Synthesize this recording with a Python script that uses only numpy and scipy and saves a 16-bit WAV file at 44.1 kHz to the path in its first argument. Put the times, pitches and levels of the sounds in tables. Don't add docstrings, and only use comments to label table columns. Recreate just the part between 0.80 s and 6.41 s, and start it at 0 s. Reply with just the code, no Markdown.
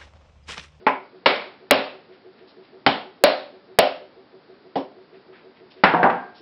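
import sys
import numpy as np
from scipy import signal
from scipy.fft import rfft, irfft
from scipy.io import wavfile

SR = 44100
rng = np.random.default_rng(int(sys.argv[2]) if len(sys.argv) > 2 else 0)


def unload_wav(signal):
    wavfile.write(
        sys.argv[1],
        SR,
        np.round(np.clip(np.atleast_2d(signal).T, -1, 1) * 32767).astype(np.int16),
    )


N = 247401
AGE = np.arange(SR) / SR

# (frequency [Hz], gain [dB])
ROOM_TONE_EQ = [(20, -14), (70, -9.5), (130, -4), (220, 3), (400, 3), (750, -3.5), (1050, -7), (1600, -9),
                (3000, -16), (4800, -14.5), (5400, -24.5)]
# (frequency [Hz], level [dB], delay [s], length [s])
HUM_PARTIALS = [(379, -44.5, 0, .09), (465, -50, 0, .05), (690, -54, .01, .045)]
# (time [s], level [dB], contact
# cut-off [Hz], click [dB], hollow band [Hz], hollow boost [dB], clack band [Hz], push into palm [dB])
HAMMER_HITS = [ (0.066, -22.5, 2760, 11, 934, 10, 2204, -17), (0.4592, -18.5, 4700, 10, 517, 4, 2240, -23),
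               (0.909, -19, 4750, 17.5, 580, 7, 2610, -3), (2.0639, -20.5, 4700, 8, 779, 7.5, 3116, 4),
               (2.4380, -19.5, 4900, 19, 618, 11.5, 4200, -8.5),
               (2.9874, -20.5, 5200, 15, 636, 13.5, 2914, -10.5), (3.956, -25, 925, 3, 560, 3, 3055, -5.5)]
# (frequency [Hz], gain [dB])
HIT_EQ = [(40, -24), (100, -27), (200, -3.5), (450, 3), (800, 4), (1300, 0), (2500, -2), (4000, -5),
          (5500, -10.5)]
# (frequency [Hz], level [dB], t60 [s])
CLACK_MODES = [(1020, -8, 0.32), (1313, -9.5, 0.4), (1460, -10.5, 0.42), (1675, -11.5, .35),
               (1980, -3, 0.12), (2237, -3.5, 0.33), (2340, -8.5, 0.16), (2880, -6, 0.2), (2900, -9, 0.21),
               (3117, -8.5, .3), (3564, -11.5, .28), (4043, -11, 0.34), (4700, -7.5, .22)]
# (frequency [Hz], level [dB], t60 [s])
PALM_MODES = [(134, -5, 0.13), (167.8, -1, 0.1), (224.2, -5.5, .18)]
# (frequency [Hz], level [dB], t60 [s])
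THUMP_MODES = [(274.6, -2.5, 0.15), (303, -9, 0.087), (394.5, -14, 0.42)]
# (frequency [Hz], level [dB], t60 [s])
SHELL_MODES = [(515.6, -4.5, 0.45), (536, -9.5, 0.42), (583, -4.5, 0.49), (598, -0.5, 0.31),
               (598, -7.5, 0.17), (658, -10, .26), (713, -1, 0.23), (752, -8.5, 0.45)]
# (start [s], end [s])
FUMBLE_SPANS = [(1.3, 1.85), (4.3, 5.0)]
# (time [s], level [dB], length [s], centre [Hz])
CLEAR_RUSTLES = [(1.67, -54.5, 0.048, 4000), (4.519, -52.5, 0.091, 1593), (4.901, -52.5, 0.038, 3460),
                 (5.544, -53, 0.062, 4200)]
# (time [s], impact level [dB], contact cut-off [Hz], board ring [dB])
LANDINGS = [(5.0366, -10, 2650, -34.5), (5.138, -18, 1307, -18), (5.189, -30, 965, -17.5),
            (5.2300, -15.5, 1750, -12.5), (5.2440, -17.5, 1160, -32.5), (5.2615, -18, 1100, -21),
            (5.2986, -29, 2470, -25.5)]
# (frequency [Hz], gain [dB])
LANDING_EQ = [(40, -18), (110, -18.5), (170, -2.5), (450, -2.5), (850, 5), (1200, 1), (1600, 2),
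              (2500, -4.5), (5500, -11)]
# (frequency [Hz], level [dB], t60 [s])
WORKTOP_MODES = [(173, -8, .3), (242, -11, .36), (388, -12, .3), (495, -8, .33), (630, -10, .33),
                 (719, 1, .35), (790, -4, .3), (872, -4, .22), (938, 1, .22), (1165, -8, .26),
                 (1545, -10, .3), (1599, -21, .95)]


def undb(db):
    return 10 ** (np.asarray(db) / 20)


def fade(t60):
    return np.exp(-np.log(1000) * AGE / t60)


def add(out, s, x):
    i = int(max(s, 0) * SR)
    out[i:i + len(x)] += x[:max(len(out) - i, 0)]


def eq(points, hz):
    point_hz, db = np.transpose(points)
    return undb(np.interp(np.log(hz + 1), np.log(point_hz), db))


def bell(hz, centre_hz, octaves):
    return np.exp(-.5 * (np.log2((hz + 1) / centre_hz) / octaves) ** 2)


def noise(size):
    return irfft(np.exp(2j * np.pi * rng.random(size // 2 + 1)), size) * np.sqrt(size)


def shape(x, gain):
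    size = 2 * len(x)
    cepstrum = irfft(np.log(gain(np.arange(size // 2 + 1) * SR / size) + 1e-6))
    cepstrum[1:size // 2] *= 2
    cepstrum[size // 2 + 1:] = 0
    return irfft(rfft(x, size) * np.exp(rfft(cepstrum)))[:len(x)]


def room_tone(level_db=-53.5):
    hz = np.arange(N // 2 + 1) * SR / N
    bed = irfft(rfft(rng.standard_normal(N)) * eq(ROOM_TONE_EQ, hz), N)
    return undb(level_db) * bed / np.std(bed)


def appliance(period_s=.1598, sag=.13, spinup_s=.013):
    out = np.zeros(N)
    bent_time = np.cumsum(1 - sag * np.exp(-AGE / spinup_s)) / SR
    for s in np.arange(.003, N / SR, period_s):
        for hz, db, delay, length in HUM_PARTIALS:
            swell = np.sin(np.pi * np.minimum(AGE / length, 1) ** .8)
            pitch = hz * (1 + .008 * rng.standard_normal())
            gain = undb(db + rng.standard_normal())
            add(out, s + delay, gain * swell * np.sin(2 * np.pi * pitch * bent_time))
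    return out


def contact(hz, cut_hz, steep, scrape_db):
    return np.sqrt(1 / (1 + (hz / cut_hz) ** (2 * steep)) + undb(scrape_db) ** 2)


def crack(room_t60, click_db, burst_db, burst_t60, room_db):
    burst = undb(burst_db) * noise(SR) * fade(burst_t60) / np.sqrt(burst_t60)
    burst[0] += undb(click_db) / burst_t60
    echoes = noise(SR) * fade(room_t60) * (1 - fade(.021))
    return burst + undb(room_db) * echoes


def ring(modes, detune=.0043):
    out = np.zeros(SR)
    for hz, db, t60 in modes:
        pitch = hz * (1 + detune * rng.standard_normal())
        out += undb(db) * fade(t60) * np.sin(2 * np.pi * pitch * AGE)
    return out


def kitchen_reverb(x, wet_db):
    tail = noise(SR) * fade(.36) * (1 - fade(.022))
    tail /= np.sqrt(np.sum(tail ** 2))
    return x + undb(wet_db) * signal.fftconvolve(x, tail)[:len(x)]


def coconut_knocks(clack_boost_db=4.5, burst_cycles=250, shell_note_hz=633):
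    out = np.zeros(N)
    for s, db, cut_hz, click_db, hollow_hz, hollow_db, clack_hz, palm_db in HAMMER_HITS:
        def spot_eq(hz):
            boost_db = hollow_db * bell(hz, hollow_hz, .22) + clack_boost_db * bell(hz, clack_hz, .12)
            return eq(HIT_EQ, hz) * contact(hz, cut_hz, steep=6.5, scrape_db=-18.5) * undb(boost_db)
        tail_t60 = .42 + .0347 * (db + 19.5)
        strike = crack(tail_t60, click_db, burst_db=10.5, burst_t60=burst_cycles / cut_hz, room_db=11.5)
        strike += undb(-2.5) * ring(CLACK_MODES, detune=.004)
        palm = undb(palm_db) * ring(PALM_MODES)
        thump = undb(9.5 + .35 * palm_db) * ring(THUMP_MODES)
        shell = undb(-11.5) * spot_eq(shell_note_hz) * ring(SHELL_MODES)
        body = (palm + thump + shell) * (1 - fade(.023))
        add(out, s, undb(db) * (shape(strike, spot_eq) + kitchen_reverb(body, wet_db=-6.5)))
    return out


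def rustle(db, length, centre_hz):
    grains = noise(SR) * undb(7.5 * rng.standard_normal(SR))
    crinkle = shape(grains, lambda hz: bell(hz, centre_hz, octaves=.7))
    rise = AGE / (length / 3)
    swell = rise * np.exp(1 - rise)
    return kitchen_reverb(undb(db) * crinkle / np.std(crinkle) * swell, wet_db=-8.5)


def handling(gap_s=.22):
    out = np.zeros(N)
    for s, db, length, centre_hz in CLEAR_RUSTLES:
        add(out, s, rustle(db, length, centre_hz))
    for start, end in FUMBLE_SPANS:
        for s in np.arange(start, end, gap_s):
            late_s = rng.random() * gap_s / 2
            centre_hz = 2170 * 2 ** rng.uniform(-.34, .4)
            add(out, s + late_s, rustle(db=-58.5, length=.055, centre_hz=centre_hz))
    return out


def worktop_clatter():
    out = np.zeros(N)
    for s, db, cut_hz, ring_db in LANDINGS:
        burst = crack(room_t60=.43, click_db=11.5, burst_db=7, burst_t60=.073, room_db=9.5)
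        impact = shape(
            burst, lambda hz: eq(LANDING_EQ, hz) * contact(hz, cut_hz, steep=3.38, scrape_db=-41.5))
        board = undb(ring_db) * ring(WORKTOP_MODES, detune=.0013)
        board *= 1 - fade(.057)
        add(out, s, undb(db) * impact + kitchen_reverb(board, wet_db=-8))
    return out


def overload_ticks(x, wave, edge_hz=9000, limit_db=-14.5, recover_s=.05):
    spike = np.array([-.25, .25, 1., .25, -.25])
    edges = np.abs(signal.sosfilt(signal.butter(4, edge_hz, "high", fs=SR, output="sos"), x))
    ticks = np.zeros(N)
    for i in signal.find_peaks(edges, height=undb(limit_db), distance=recover_s * SR)[0]:
        for s in i / SR + np.cumsum(rng.uniform(.0003, .0018, size=3)):
            add(ticks, s, -np.sign(wave[int(s * SR)]) * spike)
    return ticks


def lowpass(x, hz):
    return signal.sosfilt(signal.ellip(10, .2, 62, hz, fs=SR, output="sos"), x)


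def scene():
    return (coconut_knocks() + worktop_clatter() + handling() + appliance() + room_tone())[None]


def record(dry, bass_hz=75, band_hz=5500, top_hz=16500, ceiling=.82, mirror_db=-56):
    thin = signal.sosfilt(signal.butter(2, bass_hz, "high", fs=SR, output="sos"), dry[0])
    rounded = ceiling * np.tanh(lowpass(thin, band_hz) / ceiling)
    narrow = lowpass(rounded, band_hz)
    mirror = undb(mirror_db) * narrow * np.cos(np.pi / 2 * np.arange(N))
    top_cut = signal.butter(16, top_hz, fs=SR, output="sos")
    return signal.sosfilt(top_cut, narrow + mirror + overload_ticks(thin, narrow))[None]


dry = scene()
out = record(dry)
unload_wav(out)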